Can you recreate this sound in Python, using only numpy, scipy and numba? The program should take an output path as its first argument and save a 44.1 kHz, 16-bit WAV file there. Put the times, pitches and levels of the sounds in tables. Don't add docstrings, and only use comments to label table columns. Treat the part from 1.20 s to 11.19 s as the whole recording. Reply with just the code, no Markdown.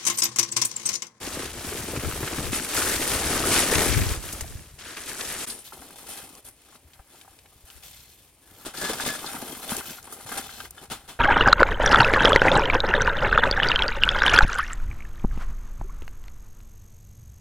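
import sys
import numpy as np
from scipy import signal
from scipy.fft import rfft, irfft
from scipy.io import wavfile
from scipy.ndimage import uniform_filter1d, map_coordinates
from numba import njit

SR = 44100
rng = np.random.default_rng(int(sys.argv[2]) if len(sys.argv) > 2 else 0)


def persist_wave(psi):
    counts = np.round(np.clip(psi, -1, 1) * 32767).astype(np.int16)
    wavfile.write(sys.argv[1], SR, np.atleast_2d(counts).T)


N = 440559
T = np.arange(N) / SR
CONTACT_PER_S = 20


def undb(db):
    return 10 ** (np.asarray(db) / 20)


def during(start, end, fade=0.01):
    return np.clip(np.minimum(T - start, end - T) / fade + 1, 0, 1)


def unit(x):
    return x / np.sqrt(np.mean(x ** 2))


def colour(x, points, size=4096):
    hz, db = np.transpose(points)
    f = np.maximum(np.fft.rfftfreq(size, 1 / SR), 1)
    cepstrum = irfft(np.log(undb(np.interp(np.log(f), np.log(hz), db))))
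    cepstrum[1:size // 2] *= 2
    cepstrum[size // 2 + 1:] = 0
    impulse = irfft(np.exp(rfft(cepstrum)))
    return signal.fftconvolve(x, impulse[None], axes=1)[:, :x.shape[1]]


def resonate(x, hz, width):
    hz = min(hz, SR / 3)
    return signal.lfilter(*signal.iirpeak(hz, hz / min(width, SR / 3), fs=SR), x)


def soften(x, hz):
    return signal.sosfilt(signal.butter(3, min(hz, SR / 3), fs=SR, output="sos"), x)


def spread(x, points):
    side = colour((x[:1] - x[1:]) / 2, points)
    return x.mean(0) + np.vstack([side, -side])


def specks(size, lag_ms=.035, scatter_ms=.04):
    push = rng.standard_normal(size)
    lag = np.rint((lag_ms + scatter_ms * rng.laplace(size=size)) * SR / 1000).astype(int)
    return np.array([push, np.bincount((np.arange(size) + lag) % size, push, size)])


def fractures(rate, spread_db, decay_ms):
    chance, size = rng.random(N), rng.standard_normal(N)
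    hit = chance < rate / SR
    power = np.zeros(N)
    power[hit] = undb(spread_db * np.clip(size[hit], -2, 2)) ** 2
    for ms in (decay_ms, decay_ms / 4):
        power = signal.lfilter([1], [1, -np.exp(-2 / (ms * SR / 1000))], power + 1e-18)
    return power / power.mean()


def crunch(points, collapse, rate, spread_db, decay_ms, shared):
    contacts, out = specks(N), 0
    for hz in np.geomspace(250, 11000, 7):
        power = shared * collapse + (1 - shared) * fractures(rate, spread_db, decay_ms)
        below = signal.lfilter(*signal.butter(1, hz, fs=SR), contacts)
        out = out + below * np.sqrt(power)
        contacts = contacts - below
    return unit(colour(out + contacts * np.sqrt(power), points))


def burst(rise_ms, decay_ms, size=8192):
    ms = 1000 * np.arange(size) / SR
    return specks(size) * np.minimum(ms / rise_ms, 1) * np.exp(-np.maximum(ms - rise_ms, 0) / decay_ms)


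def add(track, s, db, sound):
    start = int(s * SR)
    part = track[:, start:start + sound.shape[1]]
    part += (undb(db) * sound / np.abs(sound.mean(0)).max())[:, :part.shape[1]]


def strokes(table, release_s, waver_per_s=18, waver_db=.7):
    t, power = T[::32], 0
    for s, length, attack_s, db, swell_db, *relative_db in table:
        age = t - s
        hold = undb(db + swell_db * (np.clip(age / length, 0, 1) - .5))
        gain = np.clip(age / attack_s, 0, 1) * hold * np.exp(-np.maximum(age - length, 0) / release_s)
        power = power + np.outer(undb([0, *relative_db]), gain) ** 2
    waver = np.interp(t * waver_per_s, np.arange(len(t)), rng.standard_normal(len(t)))
    return np.array([np.interp(T, t, layer) for layer in np.sqrt(power) * undb(waver_db * waver)])


def hands(crinkle_gain, sand_gain, lumps_gain):
    # f/Hz, level/dB
    foil_colour = [(300, -15), (600, -9), (900, -7.5), (1200, 3), (1650, 2), (2300, 1), (3200, 0),
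                   (5000, -3), (7000, -5), (11000, -26)]
    sand_colour = [(2500, -3.5), (5000, -3.5), (7000, -3), (9000, 1), (10500, -1.5), (12500, -7.5),
                   (15000, -20.5)]
    soil_colour = [(60, -9.5), (180, -7.5), (300, -1), (430, -3), (600, -8), (1000, -12.5), (2500, -35)]
    # f/Hz, side gain/dB
    width = [(200, 6), (700, 4.5), (1500, 0.5), (2800, -0.5), (6000, -1), (12000, 1)]
    collapse = fractures(rate=380, spread_db=4.5, decay_ms=21)
    foil = crunch(foil_colour, collapse, rate=300, spread_db=7, decay_ms=3.2, shared=.33)
    foil = undb(-2.4) * foil + rasp(foil)
    sand = crunch(sand_colour, collapse, rate=1500, spread_db=34, decay_ms=.32, shared=.73)
    soil = crunch(soil_colour, collapse, rate=220, spread_db=6, decay_ms=5, shared=.49)
    return spread(foil * crinkle_gain + sand * sand_gain + soil * lumps_gain, width)


def dust(stirred):
    grains = specks(N, lag_ms=0, scatter_ms=.0053)
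    grains *= np.sqrt(fractures(rate=640, spread_db=3.5, decay_ms=4.7))
    return stirred * unit(colour(grains, [(8000, -3.5), (11000, -.5), (13000, 4), (16000, -6)]))


def wind(breeze_db=-63):
    # t/s, length/s, attack/s, level/dB, swell/dB
    gusts = [(0, 1, 0.027, -45, 1), (.6, 0.8, 0.099, -39.5, -4), (1.5, 0.85, 0.14, -40.5, 9),
             (3.0, 0.59, 0.1, -45.5, -9), (3.6, 0.59, 0.066, -60, -4), (9.04, 0.95, 0.05, -59, -5)]
    # f/Hz, level/dB
    rumble_colour = [(15, -18), (30, -14), (55, 1.5), (95, -1.5), (160, -9.5), (300, -32), (1000, -54)]
    # t/s, length/s, left level/dB, right level/dB
    buffets = [(0.85, 0.049, -29, -36), (1.24, 0.08, -31.5, -54), (2.562, 0.047, -22.5, -51),
               (2.668, 0.13, -24, -42), (2.771, 0.07, -22, -23), (2.862, 0.06, -25.5, -27),
               (2.935, 0.13, -51, -36), (3.182, 0.23, -59, -39.5), (6.558, .045, -53, -68)]
    churn = strokes(gusts, release_s=.07) ** 2 * fractures(rate=120, spread_db=2.5, decay_ms=14)
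    bumps = undb(breeze_db) ** 2 * (1 + fractures(rate=7, spread_db=2.5, decay_ms=40)) / 2
    rumble = unit(colour(specks(N), rumble_colour)) * np.sqrt(uniform_filter1d(churn + bumps, size=256))
    eddy_colour = [(20, -10), (55, 3.5), (110, 0), (180, -11), (350, -19.5), (1000, -39)]
    eddies = unit(colour(rng.standard_normal((2, N)), eddy_colour))
    eddy_gain = sum(during(s, s + length, fade=.011) * undb([[left], [right]])
                    for s, length, left, right in buffets)
    return rumble + eddies * eddy_gain


def grass():
    # f/Hz, level/dB
    field_colour = [(59, -17), (100, -39), (300, 1), (386, -6.5), (1040, -9), (1370, -15.5), (2420, -7),
                    (4750, -12.5), (10200, -16.5), (15500, -17)]
    return undb(-63.5) * unit(colour(specks(N), field_colour))


def snaps(track):
    # t/s, peak level/dB, f/Hz, decay/ms
    hits = [(0.072, -29, 2000, 4.6), (0.762, -22.5, 1400, 5), (0.846, -26, 1300, 8),
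            (0.923, -23, 1460, 2.1), (1.029, -23.5, 1080, 9.3), (1.075, -22, 1540, 9),
            (1.127, -26, 1300, 4.6), (1.183, -23.5, 1460, 4.7), (1.33, -22, 1770, 6.8),
            (1.35, -29, 2500, 1.8), (1.397, -18, 1810, 1.6), (1.447, -24.5, 2300, 3.6),
            (1.564, -19, 5040, 12), (2.339, -15, 4000, 3.3), (2.553, -9, 2490, 3.7), (2.787, -23, 1900, 6),
            (3.088, -28.5, 2000, 3.3), (3.126, -25.5, 8850, 12), (3.208, -24, 7600, 6.4),
            (3.207, -26, 1700, 5.4), (3.277, -38, 4500, 7), (3.323, -40, 1250, 2.5), (3.393, -40, 2200, 2),
            (3.768, -27, 1800, 16), (4.009, -21, 3040, 2.8), (4.242, -34, 6000, 0.97),
            (4.274, -32, 10000, 16), (5.151, -37.5, 5800, 1.8), (5.249, -41, 9500, 6),
            (5.733, -45, 3500, 9), (6.012, -38.5, 3000, 3.8), (6.188, -44.5, 2850, 3.9),
            (6.258, -44.5, 2030, 4.8), (6.501, -35, 2740, 4), (6.634, -39.5, 3500, 5.7),
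            (8.493, -24, 2800, 0.87), (8.566, -21.5, 8040, 2.3), (8.827, -40, 6000, 3),
            (8.923, -32, 10500, 18), (9.069, -45, 7000, 4), (9.402, -31, 3200, 3.7),
            (9.507, -32.5, 10400, 2.3)]
    for s, db, hz, decay_ms in hits:
        snap = resonate(burst(1.2, decay_ms), hz, .79 * hz)
        add(track, s, db, resonate(snap, hz, 3 * hz))


def thuds(track):
    # t/s, peak level/dB, f/Hz
    falls = [(.072, -24.5, 414), (.168, -25, 338), (.194, -27, 368), (.23, -26, 380), (0.251, -31, 420),
             (.444, -29.5, 280), (.518, -29, 420), (0.546, -26, 387), (0.634, -32, 228), (0.681, -25, 384),
             (0.732, -25.5, 425), (.753, -25, 420), (0.772, -22, 302), (0.833, -26.5, 324),
             (.852, -25, 360), (.884, -23, 360), (1.006, -25.5, 330), (1.027, -25, 352), (1.127, -23, 400),
             (1.179, -23, 258), (1.327, -21, 335), (1.401, -26.5, 250), (2.524, -15, 430),
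             (3.131, -29, 412), (3.208, -37, 450), (3.24, -34.5, 700), (5.28, -45, 335), (7.462, -29, 332),
             (7.634, -28, 320), (7.697, -24, 414), (8.043, -32.5, 397), (8.145, -33.5, 280),
             (8.223, -29, 258), (8.246, -38, 330), (8.518, -23.5, 234), (8.703, -36.5, 228),
             (8.923, -39, 330)]
    for s, db, hz in falls:
        thud = resonate(burst(rise_ms=1.8, decay_ms=4.5), hz, .45 * hz)
        add(track, s, db, soften(thud, 1.35 * hz))


def thumps(track, rise_ms=4.5):
    # t/s, peak level/dB, f/Hz
    pushes = [(.773, -23, 119), (.838, -34, 125), (0.871, -25, 129), (1.029, -25, 130), (1.185, -24, 144),
              (2.974, -28, 65), (3.222, -26, 75), (3.304, -36, 70), (3.353, -27, 80), (3.795, -43, 80),
              (5.796, -41, 57.5), (6.358, -50, 70), (6.439, -43, 60), (9.053, -41.5, 120), (9.72, -40, 100)]
    t = T[:8192]
    age = 1000 * t / rise_ms
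    for s, db, hz in pushes:
        swing = age * np.exp(-age) * np.sin(2 * np.pi * hz * t)
        add(track, s, db, np.tile(swing, (2, 1)))


@njit
def sweep(x, hz, width):
    y, band, low = np.empty(len(x)), 0., 0.
    for i in range(len(x)):
        g, k = np.tan(np.pi * hz[i] / SR), width / hz[i]
        v = (band + g * (x[i] - low)) / (1 + g * (g + k))
        band, low, y[i] = 2 * v - band, low + 2 * g * v, k * v
    return y


def rasp(foil, width_hz=400.):
    # start t/s, end t/s, start f/Hz, end f/Hz, gain/dB
    drags = [(1.577, 1.806, 1420, 1970, 0.5), (2.127, 2.283, 950, 1340, -3),
             (2.486, 2.82, 1810, 2180, -2.5), (3.62, 4.186, 1520, 1870, -5.5)]
    out = np.zeros((2, N))
    for start, end, from_hz, to_hz, db in drags:
        hz = np.interp(T, [start, end], [from_hz, to_hz])
        gain = during(start, end, fade=.0095)
        on = gain > 0
        hollow = np.array([sweep(side[on], hz[on], width_hz) for side in foil])
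        out[:, on] += undb(db) * gain[on] * hollow
    return out


def blade(x, s, damping=1, sustain=1):
    # f/Hz, width/Hz, level free/dB, level buried/dB
    modes = [(251, 33, -12, -3), (785, 61, -13, 3), (920, 23, -5, -7), (1230, 51, 0, -4.5),
             (1390, 100, 0, -2), (1580, 49, 2, 0.5), (1704, 25, 13, -19), (2085, 55, 0, 2),
             (2610, 91, -18, 1.5), (3040, 26, 2, 9.5), (3220, 73, -8, 7), (3497, 80, 10, 8),
             (3640, 22, 2, -13), (3780, 20, 4, 2), (4140, 64, 3.5, 6), (4780, 34, 3.5, -13),
             (5180, 21, -1, 3), (5660, 20, 2.5, 4), (7030, 22, 4.5, 4), (7950, 18, 2, -2),
             (8270, 25, 14, -2), (8800, 31, 7, 3), (9560, 13, 21, 8)]
    # t/s, depth/0-1
    burial = [(4.35, 0.5), (4.6, 1), (7.4, 0.47), (7.64, 0), (7.79, 0.9), (7.89, 0), (8.15, 1), (9.68, 1)]
    moments = np.arange(0, T[-1], 1 / CONTACT_PER_S)
    depth = damping * np.clip(np.interp(moments, *np.transpose(burial)), 0, 1)
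    out = 0
    for hz, width, free, buried in modes:
        contact = undb(3.5 * rng.standard_normal(len(moments)))
        gain = (undb(free) * (1 - depth) + undb(buried) * depth) * contact
        out = out + np.interp(s, moments, gain) * resonate(x, hz, width / sustain) * np.sqrt(sustain)
    return out


def bend(x, pitch_share=.004):
    moments = np.arange(0, T[-1], 1 / CONTACT_PER_S)
    load = np.interp(T, moments, rng.standard_normal(len(moments)))
    lag_s = load * pitch_share / CONTACT_PER_S / np.sqrt(2)
    return np.array([map_coordinates(side, [(T - lag_s) * SR], order=3, mode="mirror") for side in x])


def shovel(grit_gain, ash_gain, scrape_gain, lumps_gain):
    # f/Hz, level/dB
    grit_colour = [(900, -38), (1900, -2), (2500, 3), (3300, 1), (4500, 3.5), (6500, 0.5), (9000, -3),
                   (15000, -70)]
    ash_colour = [(4000, -11.5), (7000, -10), (9000, 6), (10500, 5), (12500, -2), (15500, -44)]
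    lumps_colour = [(60, -12.5), (170, -5.5), (250, -2.5), (340, -1.5), (470, -4), (650, -7), (1200, -11),
                    (3000, -46)]
    cinder_colour = [(300, -10), (700, 3.5), (1700, 4.5), (3500, -14), (8000, -21)]
    # f/Hz, side gain/dB
    width = [(200, 12), (700, -3), (1500, 1), (2600, 3.5), (4500, -1.5), (7500, 4), (10000, -3),
             (12500, -4)]
    slips = fractures(rate=190, spread_db=3.5, decay_ms=7)
    cinders = crunch(cinder_colour, slips, rate=400, spread_db=7, decay_ms=1.5, shared=.7)
    scrape = unit(blade(cinders, T) + undb(-2) * cinders)
    grains = crunch(grit_colour, slips, rate=350, spread_db=2, decay_ms=3, shared=.45)
    hops = fractures(rate=45, spread_db=3, decay_ms=2.5)
    skips = unit(colour(specks(N) * np.sqrt(hops), [(500, 1), (1600, -27), (12000, -8)]))
    grains = grains + undb(-7.5) * skips
    grit = unit(grains + undb(-1) * blade(grains, T))
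    powder = crunch(ash_colour, slips, rate=600, spread_db=8, decay_ms=4.5, shared=.8)
    ash = unit(powder + undb(-13) * blade(powder, T))
    clumps = crunch(lumps_colour, slips, rate=200, spread_db=5, decay_ms=6.3, shared=.08)
    lumps = unit(clumps + undb(-5.5) * blade(clumps, T))
    steel = bend(scrape * scrape_gain + grit * grit_gain)
    soil = ash * ash_gain + lumps * lumps_gain
    return spread(steel + soil, width)


def trickle():
    # start t/s, end t/s
    span = (4.27, 10)
    levels = (-77, -66.5, -83, -69, -81)
    return np.outer(undb(levels), during(*span))


def clinks(track):
    # t/s, peak level/dB, centre of the click f/Hz
    strikes = [(4.274, -35, 9300), (4.297, -29.5, 5060), (4.305, -42, 3600), (4.473, -40.5, 3700),
               (4.625, -57, 3020), (5.255, -49, 3050), (7.569, -30.5, 4790), (7.632, -30, 1710),
               (7.64, -30, 3520), (7.698, -34, 3560), (7.812, -26, 3540), (7.884, -23, 1680),
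               (8.06, -26.5, 4500), (8.066, -33, 3480), (8.482, -32, 3550), (9.232, -47, 3720),
               (9.294, -45, 2900), (9.578, -39.5, 3020)]
    for s, db, hz in strikes:
        edge = resonate(burst(rise_ms=4, decay_ms=5), hz, .2 * hz)
        add(track, s, db, blade(edge, s, damping=0, sustain=1.7) + undb(-12) * edge)


def knocks(track):
    # t/s, peak level/dB, f/Hz
    hits = [(4.522, -32, 1040), (4.62, -38, 1050), (4.705, -40, 1390), (5.283, -47, 850),
            (5.523, -47, 1000), (5.553, -42, 1090), (5.791, -42.5, 910), (5.944, -44.5, 745),
            (6.047, -46, 900), (6.077, -40.5, 834), (7.538, -35, 1370), (7.798, -21.5, 1200),
            (8.041, -25, 900), (8.142, -29, 850), (8.162, -28.5, 1260), (8.222, -32, 764),
            (8.516, -25, 800), (8.547, -32, 850), (8.607, -29, 1400), (8.783, -34, 1370),
            (8.874, -35.5, 1080), (8.923, -35, 1070), (8.998, -42, 1380), (9.117, -24.5, 1220),
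            (9.165, -31, 1590), (9.291, -32.5, 1460), (9.402, -24.5, 1500), (9.453, -33, 1570),
            (9.578, -38, 1430)]
    for s, db, hz in hits:
        stone = soften(resonate(burst(rise_ms=1.2, decay_ms=4.8), hz, .5 * hz), 1.5 * hz)
        add(track, s, db, blade(stone, s) + undb(-5) * stone)


def chops(track):
    # t/s, peak level/dB, rise/ms, decay/ms
    cuts = [(7.45, -25.5, 13.4, 28), (7.684, -20, 12.4, 12), (8.512, -28, 8.8, 14), (9.7, -22.5, 19.3, 29),
            (9.878, -29.5, 15, 36)]
    # f/Hz, level/dB
    cut_colour = [(60, 4), (270, 5.5), (550, 2.5), (1300, 4), (2100, -1.5), (3400, 0.5), (6500, -5.5),
                  (9500, -3), (16000, -13)]
    for s, db, rise_ms, decay_ms in cuts:
        touch = undb(-5.5) * burst(.49, 5.1)
        give = burst(rise_ms, decay_ms)
        tail = undb(-21) * burst(30, 91)
        cut = colour(touch + give + tail, cut_colour)
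        add(track, s, db, cut + undb(-5.5) * blade(cut, s))


def pit(x):
    # delay/ms, level/dB
    echoes = [(1.3, -32), (2.9, -34), (4.7, -25.5)]
    return x + sum(undb(db) * np.pad(x, ((0, 0), (int(ms * SR / 1000), 0)))[:, :N] for ms, db in echoes)


def scene():
    # sand/dB, lumps/dB, dust/dB
    hand_moves = [(-.02, 0.28, 0.06, -36, -0.5, -4.5, -5, -17), (.27, 0.15, 0.021, -43, 5.5, -4, -3, -12),
                  (.43, 0.85, 0.021, -36.5, 1, -2.5, -3, -10.5), (1.31, 0.14, 0.031, -34, -6, 2.5, -5, -17),
                  (1.45, 0.069, 0.028, -35.5, 9, -3.5, -8.5, -14),
                  (1.52, 0.24, 0.034, -29.5, 0.5, 0.5, -5, -8.5),
                  (1.79, 0.17, 0.029, -29.5, 3.5, -2, -4, -11),
                  (1.98, 0.68, 0.017, -29.5, 3.5, -1, -0.5, -14.5),
                  (2.31, 0.082, 0.015, -25.5, 6, -2.5, -30, -20),
                  (2.67, 0.26, 0.0093, -32, -2, -4, -5.5, -15), (2.98, 0.65, 0.1, -49, -25, 0, -4.5, -8.5),
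                  (3.58, 0.17, 0.0065, -43, 1.5, -7, -9.5, -19),
                  (3.755, 0.48, 0.016, -39.5, 6.5, 1, -7.5, -15),
                  (3.865, 0.031, 0.022, -39.5, -3, 0, -14, -16)]
    # ash/dB, scrape/dB, lumps/dB, dust/dB
    shovel_moves = [(4.265, 0.17, 0.026, -50.5, -15, 7, -9, -3.5, -16),
                    (4.43, 0.085, 0.03, -50.5, -10, -6, -16, -10, 0),
                    (4.523, 0.67, 0.0058, -55, -3, 0.5, -3.5, 0.5, -3.5),
                    (4.85, 0.18, 0.062, -45.5, -10, 1, -4.5, -6.5, -5),
                    (5.243, 0.046, 0.0059, -56, 5.5, 7, -4.5, 1.5, -2),
                    (5.33, 0.23, 0.052, -63, 11, -4, -3.5, -4, -9),
                    (5.62, 0.27, 0.11, -73.5, -11, -2, 10.5, -8, 7),
                    (5.88, 0.28, 0.083, -60, -11, -2, -3, -4.5, -4),
                    (6.09, 0.35, 0.034, -67.5, 4, -7, -10, 0.5, -1),
                    (6.45, 0.16, 0.0055, -57, 0, -2, -4, -18, -2),
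                    (6.62, 0.47, 0.018, -57, -15, -16, -13, -26, -1.5),
                    (7.17, 0.27, 0.066, -64, 22, -9, -1, -0.5, 1),
                    (7.53, 0.57, 0.035, -41, -3.5, -4, -2, -4, -7.5),
                    (7.605, 0.14, 0.022, -37, -7, -18, -2, 0, -24),
                    (7.797, 0.071, 0.011, -35.5, -1, -11, -9, -4, -12),
                    (7.845, 0.056, 0.018, -30, -5.5, -10, -7, -4.5, -14),
                    (8.09, 0.43, 0.036, -46.5, -1.5, -1, -1, 1.5, -2),
                    (8.48, 0.12, 0.031, -40, 0, 1, -2, -4, -4.5),
                    (8.61, 0.18, 0.089, -43.5, -14, -12, -2.5, -7.5, -0.5),
                    (8.8, 0.25, 0.049, -55, 5.5, 2.5, 1.5, 1.5, -5),
                    (9.06, 0.14, 0.012, -41.5, 7, 0, 0.5, -4, -7),
                    (9.21, 0.25, 0.022, -47, 1, -8, -3.5, -5.5, -7),
                    (9.5, 0.15, 0.011, -58, 14, -3, -2, 1.5, -9), (9.77, .2, .04, -68.5, -10, -7, 3, 1, -3)]
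    *by_hand, hand_dust = strokes(hand_moves, release_s=.061)
    *by_shovel, shovel_dust = np.hypot(strokes(shovel_moves, release_s=.016), trickle())
    work = hands(*by_hand) + shovel(*by_shovel) + dust(hand_dust + shovel_dust)
    for add_blows in (snaps, knocks, clinks, thumps, chops, thuds):
        add_blows(work)
    return (pit(work) + wind() + grass()) * undb([[.9], [-.9]])


def record(dry, top_hz=15900):
    # t/s, half width/s
    dip = (4.26, .014)
    left = colour(dry[:1], [(1000, .51), (4000, .11), (8000, 3.3), (12000, 2.1)])
    right = colour(dry[1:], [(1000, .11), (4000, .14), (8000, 3.4), (12000, 3.7)])
    gain = np.minimum(np.abs(T - dip[0]) / dip[1], 1)
    lowpass = signal.ellip(10, .2, 80, top_hz, fs=SR, output="sos")
    return signal.sosfilt(lowpass, gain * np.vstack([left, right]))


dry = scene()
out = record(dry)
persist_wave(out)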